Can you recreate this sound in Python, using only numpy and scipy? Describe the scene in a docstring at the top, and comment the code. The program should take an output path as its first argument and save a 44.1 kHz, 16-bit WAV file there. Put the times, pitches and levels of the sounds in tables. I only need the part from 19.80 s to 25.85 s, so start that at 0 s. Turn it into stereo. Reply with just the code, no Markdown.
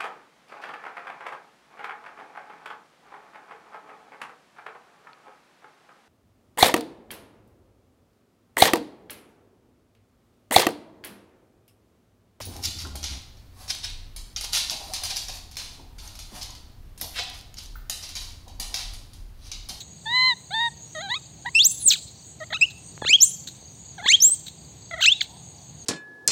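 """A baby monkey coos, squeals and gasps close by: gliding overtones shaped by the lips, and puffs of coloured noise.
It sits on a low wall beside a wet field; two recorder ports hear it, and nearby walls answer with decaying noise echoes.
Insects drone (filtered noise), a cricket chirps (falling sines), far traffic swells (low noise),
a bird whistles once (a rising sine) and fingers tap the case (short pulses)."""
import sys
import numpy as np
from scipy import signal
from scipy.fft import rfft, irfft, next_fast_len
from scipy.io import wavfile
from scipy.ndimage import uniform_filter1d, minimum_filter1d, map_coordinates

SR = 44100
rng = np.random.default_rng(int(sys.argv[2]) if len(sys.argv) > 2 else 0)


def gain_from_decibels(decibels):
    """Convert decibel values to linear amplitude factors."""
    exponent = np.asarray(decibels, float) / 20
    return 10 ** exponent


def wav_out(sig):
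    """Save sig, one row per channel (or a flat mono array), as 16-bit PCM at SR to the path in sys.argv[1]."""
    wavfile.write(sys.argv[1], SR, np.round(np.clip(np.atleast_2d(sig).T, -1, 1) * 32767).astype(np.int16))


N = 266805


def unit(x):
    """Scaled to rms 1."""
    return x / np.sqrt(np.mean(x ** 2) + 1e-20)


def along(points, hz, order=1):
    """One column of a (Hz, values) table, read on a log frequency axis."""
    table = np.transpose(points)
    return np.interp(np.log(hz + 1), np.log(table[0] + 1), table[order])


def wobble(rate, size=N):
    """A smooth random curve, rate knots a second."""
    knots = rng.standard_normal(int(size * rate / SR) + 4)
    return map_coordinates(knots, [np.arange(size) * rate / SR])


def filtered(x, response):
    """x times a complex response of frequency."""
    size = next_fast_len(x.shape[-1] + 8192)
    spectrum = rfft(x, size) * response(np.fft.rfftfreq(size, 1 / SR))
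    return irfft(spectrum, size)[..., :x.shape[-1]]


# Left-right likeness of background noise. Each row: frequency in Hz, likeness from 0 to 1.
ALIKE = [(60, 0.93), (130, 0.97), (290, 0.68), (640, 0.24), (1400, 0.012)]
# Left-right balance of background noise. Each row: frequency in Hz, left minus right in dB.
LEAN = [(60, 1.5), (240, -1), (950, -0.5), (3770, -6.5), (15000, 20)]


def rush(spectrum, patchy_db):
    """Stereo noise of rms 1: likeness set by mixing mid and side, patches of random gain in time and frequency."""
    z = signal.stft(rng.standard_normal((2, N + 512)), nperseg=512)[2]
    patches = uniform_filter1d(uniform_filter1d(rng.standard_normal(z.shape[1:]), 6, 0), 14, 1)
    pair = signal.istft(z * gain_from_decibels(patchy_db * unit(patches)), nperseg=512)[1][:, :N]

    def mid_side(hz):
        angle = np.arccos(np.clip(along(ALIKE, hz), -1, 1)) / 2
        return gain_from_decibels(along(spectrum, hz)) * [np.cos(angle), np.sin(angle)]

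    mid, side = filtered(pair, mid_side)
    both = np.array([mid + side, mid - side])
    return unit(filtered(both, lambda hz: gain_from_decibels(np.outer([.5, -.5], along(LEAN, hz)))))


# Rumble and grass. Each row: frequency in Hz, relative density in dB per Hz.
FIELD_SPECTRUM = [(18, -72.5), (30, -41.5), (60, -3.5), (160, 0), (226, -11), (281, -11.5), (552, -17.5),
                  (781, -15.5), (1400, -27.5), (1600, -27), (3280, -22.5), (4640, -16.5), (5400, -45.5),
                  (7020, -73.5), (11900, -120)]


def field():
    """Rumble and grass as noise whose level drifts slowly."""
    level_db = -49.5 + 0.84 * wobble(4.8)
    return gain_from_decibels(level_db) * rush(FIELD_SPECTRUM, patchy_db=0.5)


# Far insects. Each row: frequency in Hz, relative density in dB per Hz.
SWARM = [(3180, -59.5), (5400, -25), (6680, 5.5), (7070, -7), (8510, -6.5), (8780, -20.5), (9810, -71),
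         (11100, -71), (11300, -30), (12100, -32.5), (15500, -31.5)]


def insects():
    """A far chorus of hiss, with one narrow buzzing drone that throbs about twelve times a second."""
    throb_phase = 2 * np.pi * 12 * np.arange(N) / SR + 2.8 * wobble(2.5)
    throb = gain_from_decibels(4.1 * np.sin(throb_phase) + 0.5 * wobble(1.1))
    drone = filtered(rng.standard_normal((2, N)), lambda hz: 1 / (1 + ((hz - 6560) / 90) ** 2))
    hiss = gain_from_decibels(-47.0) * rush(SWARM, patchy_db=4.5)
    return hiss + gain_from_decibels(-57.5) * throb * unit(drone) * gain_from_decibels([[1.5], [-1.5]])


# Air through the throat. Each row: frequency in Hz, relative density in dB per Hz.
BREATH = [(880, -71.5), (1500, -31.5), (2400, -31.5), (4120, -9.5), (5100, -30.5), (7720, -16.5),
          (10500, -83), (11800, -29.5), (15000, -31.5)]


def air():
    """Turbulent air coloured by the throat, rms 1."""
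    return unit(filtered(rng.standard_normal(N), lambda hz: gain_from_decibels(along(BREATH, hz))))


# Puffs between calls and where the voice breaks. Each row: start in seconds, length in seconds, nominal level in dB.
GASPS = [(.002, 0.024, -37), (1.393, 0.0068, -49.5), (2.104, 0.028, -15.5), (2.135, .012, -24.5),
         (2.9, .02, -44.5), (3.67, .022, -33.5), (4.66, 0.034, -38.5), (5.205, 0.059, -28),
         (5.415, 0.023, -32.5)]


def gasps():
    """Short rushes of turbulent air: quick rise, slower fall, fluttering."""
    t, shape = np.arange(N) / SR, np.zeros(N)
    for start_s, length_s, db in GASPS:
        u = np.clip((t - start_s) / length_s, 0, None)
        shape += gain_from_decibels(db) * (1 - np.exp(-9 * u)) * np.exp(-u ** 3)
    return shape * gain_from_decibels(3.5 * wobble(220)) * air()


# Echo decay. Each row: frequency in Hz, time to fall 60 dB in seconds.
WALLS = [(500, 1), (2500, 0.43), (3300, 0.47), (4000, 0.66), (7500, 0.66), (13000, 0.63)]


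def walls(x):
    """Diffuse echoes: a faint onset, a clump from a wall near 48 ms, then a tail dying band by band."""
    flutter_db, flutter_per_s = 3, 60
    hz, t, z = signal.stft(rng.standard_normal((2, SR * 3 // 4)), SR, nperseg=128)
    clump = .5 + 0.34 * np.exp(-((t - .045) / 0.0088) ** 2)
    decay = gain_from_decibels(-60 * t / along(WALLS, hz)[:, None])
    tail = signal.istft(z * clump * decay, SR, nperseg=128)[1]
    delayed = np.pad(tail, ((0, 0), (120, 0))) / np.linalg.norm(tail[0])
    echoes = signal.fftconvolve(x, delayed, axes=1)[:, :N]
    flutter = np.array([wobble(flutter_per_s), wobble(flutter_per_s)])
    return echoes * gain_from_decibels(flutter_db * flutter)


def cricket():
    """Regular phrases of four short falling chirps, the last one weak."""
    out, t = np.zeros(N + SR), np.arange(SR // 50) / SR
    chirp = np.sin(np.pi * t / t[-1]) ** 2 * np.sin(2 * np.pi * (5100 * t - 27000 * t ** 2))
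    starts_s = .172 + .2422 * np.arange(25)
    for start_s, luck in zip(starts_s, rng.standard_normal((25, 4))):
        for k, db in enumerate([-50.5, -50.5, -50, -60]):
            out[round((start_s + .034 * k) * SR):][:len(t)] += gain_from_decibels(db + 1.5 * luck[k]) * chirp
    return out[:N] * gain_from_decibels([[-3], [3]])


# Pitch and effort, one list per call. Each row: time in seconds, pitch in Hz, effort in dB.
CRIES = [
    [(.254, 910, -42), (.265, 866, -28), (.308, 949, -27.5), (.358, 1010, -22.5), (.486, 1028, -22),
     (.51, 982, -23), (.535, 923, -29), (.543, 910, -47.5)],
    [(.705, 696, -32.5), (.723, 779, -29.5), (.748, 893.5, -24), (.791, 900, -22), (.808, 939.3, -21),
     (.864, 938.5, -20), (.884, 920, -23.5), (.897, 887, -51)],
    [(1.148, 668, -35), (1.16, 630, -30.5), (1.185, 615, -28.5), (1.206, 666, -32.5), (1.225, 804.5, -32.5),
     (1.256, 798, -31), (1.285, 748, -34), (1.316, 962, -24.5), (1.338, 999, -30), (1.365, 1291, -28),
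     (1.383, 1220, -37)],
    [(1.648, 844, -35), (1.655, 780, -31.5), (1.667, 993, -25.5), (1.684, 930, -28.5), (1.692, 1060, -38.5),
     (1.698, 1092, -50)],
    [(1.742, 2284, -51), (1.749, 2410, -39), (1.753, 2647, -21.5), (1.785, 2723, -26.5),
     (1.796, 3192, -29.5), (1.821, 3805, -32), (1.832, 4563, -28), (1.846, 5501, -14), (1.858, 6815, -15.5),
     (1.868, 7560, -10), (1.877, 8540, -21), (1.9, 9160, -33.5), (1.915, 9270, -18), (1.95, 10290, -21.5),
     (1.978, 10650, -31), (2.012, 10530, -14), (2.03, 9670, -14), (2.055, 8785, -17.5), (2.066, 8420, -10),
     (2.078, 7844, -18.5), (2.094, 6420, -25.5), (2.107, 4245, -15.5), (2.113, 3450, -32),
     (2.125, 2692, -35), (2.141, 2300, -35.5), (2.15, 1900, -42), (2.168, 997, -43)],
    [(2.601, 697, -34.5), (2.609, 640, -29.5), (2.625, 612, -26.5), (2.638, 672, -35.5),
     (2.646, 760, -41.5)],
    [(2.703, 687, -33.5), (2.713, 595, -35), (2.726, 655, -29.5), (2.74, 1110, -34), (2.748, 1332, -25.5),
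     (2.761, 1254, -26), (2.775, 1513, -38), (2.78, 1452, -63)],
    [(2.808, 2254, -44), (2.814, 2480, -20), (2.826, 2620, -17), (2.841, 2780, -26.5), (2.85, 2934, -39.5),
     (2.858, 3043, -45.5)],
    [(3.217, 911, -31), (3.224, 853, -37), (3.241, 831, -34.5), (3.254, 1144, -39), (3.268, 1400, -31),
     (3.279, 1681, -35.5), (3.296, 2282, -22), (3.326, 2650, -24), (3.34, 3160, -24), (3.358, 3296, -28),
     (3.369, 3440, -58)],
    [(3.402, 5270, -27.5), (3.411, 5570, -14.5), (3.418, 5926, -12.5), (3.428, 6960, -13.5),
     (3.443, 7650, -17.5), (3.465, 8700, -25.5), (3.485, 8810, -20.5), (3.515, 10270, -20)],
    [(4.179, 867, -33), (4.19, 742, -33.5), (4.206, 670, -32), (4.222, 805, -39.5), (4.24, 883, -34.5),
     (4.251, 770, -30), (4.26, 936, -26.5), (4.272, 1146, -26.5), (4.283, 1656, -24), (4.293, 1931, -17),
     (4.32, 2428, -19.5), (4.332, 3050, -29.5), (4.342, 3200, -18), (4.353, 3290, -25.5),
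     (4.361, 3630, -34)],
    [(4.402, 5320, -16.5), (4.415, 5540, -23.5), (4.426, 6215, -15), (4.441, 6930, -22.5),
     (4.455, 7500, -20.5), (4.474, 7590, -22.5), (4.51, 7970, -29), (4.52, 8320, -16), (4.542, 8390, -20.5),
     (4.55, 7650, -37)],
    [(5.108, 793, -37), (5.114, 655, -34), (5.128, 697, -36), (5.143, 645.6, -26), (5.158, 638, -39.5),
     (5.172, 770, -37), (5.189, 625.6, -32), (5.204, 697, -31), (5.219, 1414, -25.5), (5.228, 1645, -25),
     (5.244, 1243, -25.5), (5.258, 1710, -25), (5.265, 2386, -23.5), (5.285, 2710, -19), (5.298, 3054, -34),
     (5.315, 3230, -39), (5.325, 3526, -27), (5.342, 3780, -51.5), (5.36, 3844, -46.5), (5.39, 3800, -61)],
    [(5.406, 2375, -36.5), (5.41, 2332, -24.5), (5.413, 2042, -30.5), (5.417, 1600, -27.5),
     (5.42, 1425, -37.5)],
]
# Posture, one row per call. Each row: overtone slope at start and at end in dB per octave,
# upper throat tilt in dB per kHz (pouted lips, 2.3 to 3.8 kHz), head turn as left minus right in dB.
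POSTURE = [(-11.5, -11, 4, 1), (-11, -16.5, 4.5, -0.5), (-7.5, -11.5, 3, 1), (-13.5, -10.5, -4.5, 1.5),
           (-2, -4, -1, 0), (-13.5, -4.5, -3, 2.5), (-7, -10, 2, 5), (-5, -24, 0, 2.5),
           (-6.5, -6.5, -4.5, 0.5), (-7, -10.5, 0, -3), (-9.5, -6, -1.5, 5.5), (-3, -4, 0, 1.5),
           (-6, -7.5, -5, 2.5), (-8.5, -8, -9, -6)]
# Overtone slope by pitch: duller near 3.5 to 5 kHz, brighter above 6.7 kHz.
# Each row: pitch in Hz, added slope in dB per octave.
SLOPE_BY_PITCH = [(700, 1), (1200, 1.5), (2300, 0.5), (3500, -7), (5000, -7), (6700, 3.5), (8300, 3.5)]
# Throat and microphones. Each row: frequency in Hz, pouted lips in dB, wide mouth in dB, left minus right in dB.
MOUTH = [(600, -9, 4.5, -5.5), (1200, -8.5, -16.5, -5.5), (1658, 1, 0, -2.5), (2046, 10, -4.5, -9.5),
         (2526, -15, 4.5, -13.5), (2834, -4, 14, -4.5), (3343, 15.5, 19.5, -13.5), (4227, 22.5, 10, -16.5),
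         (5670, -21, 1, -3), (6220, -4.5, 6, 20), (6900, 5, 11, -2.5), (7280, 16, 17.5, 4),
         (8750, 20.5, -10.5, 20.5), (10840, -24, 7, 6.5), (13280, -6, -5.5, -6), (15500, -4.5, -7.5, -8)]


def voice():
    """Vocal folds as ten overtones of the pitch, coloured by lips that part as it climbs; also the share sent to walls."""
    brighter_per_effort_db, usual_effort_db = 0.17, -31.5  # slope in dB per octave, per dB of effort
    brighter_in_glides_db = 2.5  # per octave, at full strain
    waver_wide_db, waver_in_glides_db, waver_per_s = 0.9, 1, 90
    tone, turn_db, leak, to_walls = np.zeros(N), np.zeros(N), np.zeros(N), np.ones(N)
    k = np.arange(1, 11)[:, None]
    for call, (first_db, last_db, upper_db, left_db) in zip(CRIES, POSTURE):
        s, *cols = np.transpose(call)
        span = np.arange(round(s[0] * SR), round(s[-1] * SR))
        size = len(span)
        pitch, effort_db = [np.interp(span / SR, s, c) for c in cols]
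        pitch = uniform_filter1d(pitch, 160)
        # fast glides unsettle the folds
        strain = np.clip(abs(np.gradient(np.log(pitch))) * SR / 20, 0, 1)
        pitch = pitch * (1 + (0.0018 + 0.019 * strain) * wobble(250, size=size))

        slope_db = np.linspace(first_db, last_db, size) + along(SLOPE_BY_PITCH, pitch)
        slope_db += brighter_per_effort_db * (effort_db - usual_effort_db) + brighter_in_glides_db * strain
        wide = np.clip(np.log(pitch / 1100) / 0.17, 0, 1)
        pout_db = along(MOUTH, k * pitch) + upper_db * np.clip(k * pitch / 1000 - 2.3, 0, 1.5)
        colour_db = (1 - wide) * pout_db + wide * along(MOUTH, k * pitch, order=2)
        rolloff_db = (0.6273 + 0.067 * wide) * k ** 2
        level = gain_from_decibels(effort_db + slope_db * np.log2(k) - rolloff_db + colour_db) * (k * pitch < 16000)
        # each overtone above the first swells and sinks on its own
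        waver = np.array([wobble(waver_per_s, size=size) for _ in k])
        level = level * gain_from_decibels((waver_wide_db * wide + waver_in_glides_db * strain) * waver * (k > 1))

        edge = np.minimum(span - span[0], span[-1] - span)
        fade = np.minimum(1, edge / (0.0033 * SR))
        shimmer = gain_from_decibels((0.25 + 0.63 * wide + 3 * strain) * wobble(158.3, size=size))
        overtones = level * np.sin(k * 2 * np.pi * np.cumsum(pitch) / SR)
        tone[span] = np.sqrt(2) * fade * shimmer * overtones.sum(0)
        leak[span] = fade * (.3 - 0.22 * wide + 0.3 * strain) * np.linalg.norm(level, axis=0)
        turn_db[span] = left_db
        to_walls[span] = gain_from_decibels(-6 * (2.0 - wide))  # pouted lips aim forward, so less reaches the walls
    cry = tone + gain_from_decibels(-15.5) * leak * air()  # air leaks past the folds, more when strained
    return cry * gain_from_decibels(np.outer([.5, -.5], turn_db)), to_walls


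# Path difference to the two ports. Each row: frequency in Hz, left lead in radians.
LEAD = [(100, -0.5), (2000, 0.5), (3800, 2), (6300, 6.5), (9500, 10), (15500, 11.5)]


def ports(x):
    """The body of the recorder shades and delays the sound differently at each port."""
    half = np.array([[.5], [-.5]])

    def response(hz):
        shade = gain_from_decibels(half * along(MOUTH, hz, order=3))
        return shade * np.exp(1j * half * along(LEAD, hz))

    return filtered(x, response)


# Fingers on the case. Each row: time in seconds, peak in dB at the right port, knock frequency in Hz.
TAPS = [(2.06, -26.5, 304), (3.178, -22.5, 1330), (3.223, -11.5, 600), (3.25, -12, 1200), (3.252, -20, 350),
        (3.299, -25, 380), (3.827, -34.5, 399), (4.227, -26, 910), (4.26, -21, 370), (4.481, -28.5, 386),
        (4.498, -28.5, 684)]


def taps():
    """Each touch is one dull push through the case, felt almost only by the right port."""
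    out, t = np.zeros(N), np.arange(-200, 200) / SR
    for centre_s, db, hz in TAPS:
        push = np.cos(2 * np.pi * hz * t) * np.exp(-(3.24 * hz * t) ** 2)
        out[round(centre_s * SR) - 200:][:len(t)] += gain_from_decibels(db) * push
    return out * gain_from_decibels([[-22], [0]])


def traffic():
    """A low rumble, then a hollow hum, each swelling as something passes far off."""
    t = np.arange(N) / SR
    # each row: frequency in Hz, relative density in dB per Hz
    low_spectrum = [(30, -30), (65, -4.5), (130, -20.5), (300, -78)]
    hum_spectrum = [(400, -53.5), (620, -9.0), (780, 3), (1000, -9.5), (1600, -42), (2500, -86.5)]
    low = gain_from_decibels(-60 - ((t - 5.1) / 0.1) ** 2) * rush(low_spectrum, patchy_db=3.0)
    hum = gain_from_decibels(-57.5 - ((t - 5.55) / .12) ** 2) * rush(hum_spectrum, patchy_db=2.5)
    return low + hum


def far_call():
    """One faint whistle of a distant bird, a sine rising from 850 to 1050 Hz."""
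    u = np.clip((np.arange(N) / SR - 5.495) / 0.081, 0, 1)
    swell = np.sqrt(np.sin(np.pi * u).clip(0))
    return gain_from_decibels(-55.0) * swell * np.sin(2 * np.pi * np.cumsum(850 + 200 * u) / SR)


def scene():
    """The monkey near and echoed, over the sounds of the field."""
    cry, to_walls = voice()
    monkey = ports(cry + gasps())
    echoes = gain_from_decibels(-15.0) * walls(monkey * to_walls)
    background = field() + insects() + cricket() + traffic() + far_call()
    return monkey + echoes + taps() + background


def roll_off(x):
    """The treble ends steeply here."""
    return signal.sosfilt(signal.butter(12, 15680, fs=SR, output="sos"), x)


# Overall colour: weak lows, a gap at 9 to 11.5 kHz, highs returning above. Each row: frequency in Hz, gain in dB.
OVERALL_COLOUR = [(35, -22), (62, 2), (8700, 0), (9600, -14), (11200, -28), (11800, -2)]


def record(dry):
    """Overall colour with weak lows and a gap in the treble, then a look-ahead limiter near full scale."""
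    heard = filtered(dry, lambda hz: gain_from_decibels(along(OVERALL_COLOUR, hz)))
    needed = np.minimum(1, .97 / (abs(heard).max(0) + 1e-9))
    gain = uniform_filter1d(minimum_filter1d(needed, size=301), size=151)
    return roll_off(heard * gain)


dry = scene()
out = record(dry)
wav_out(out)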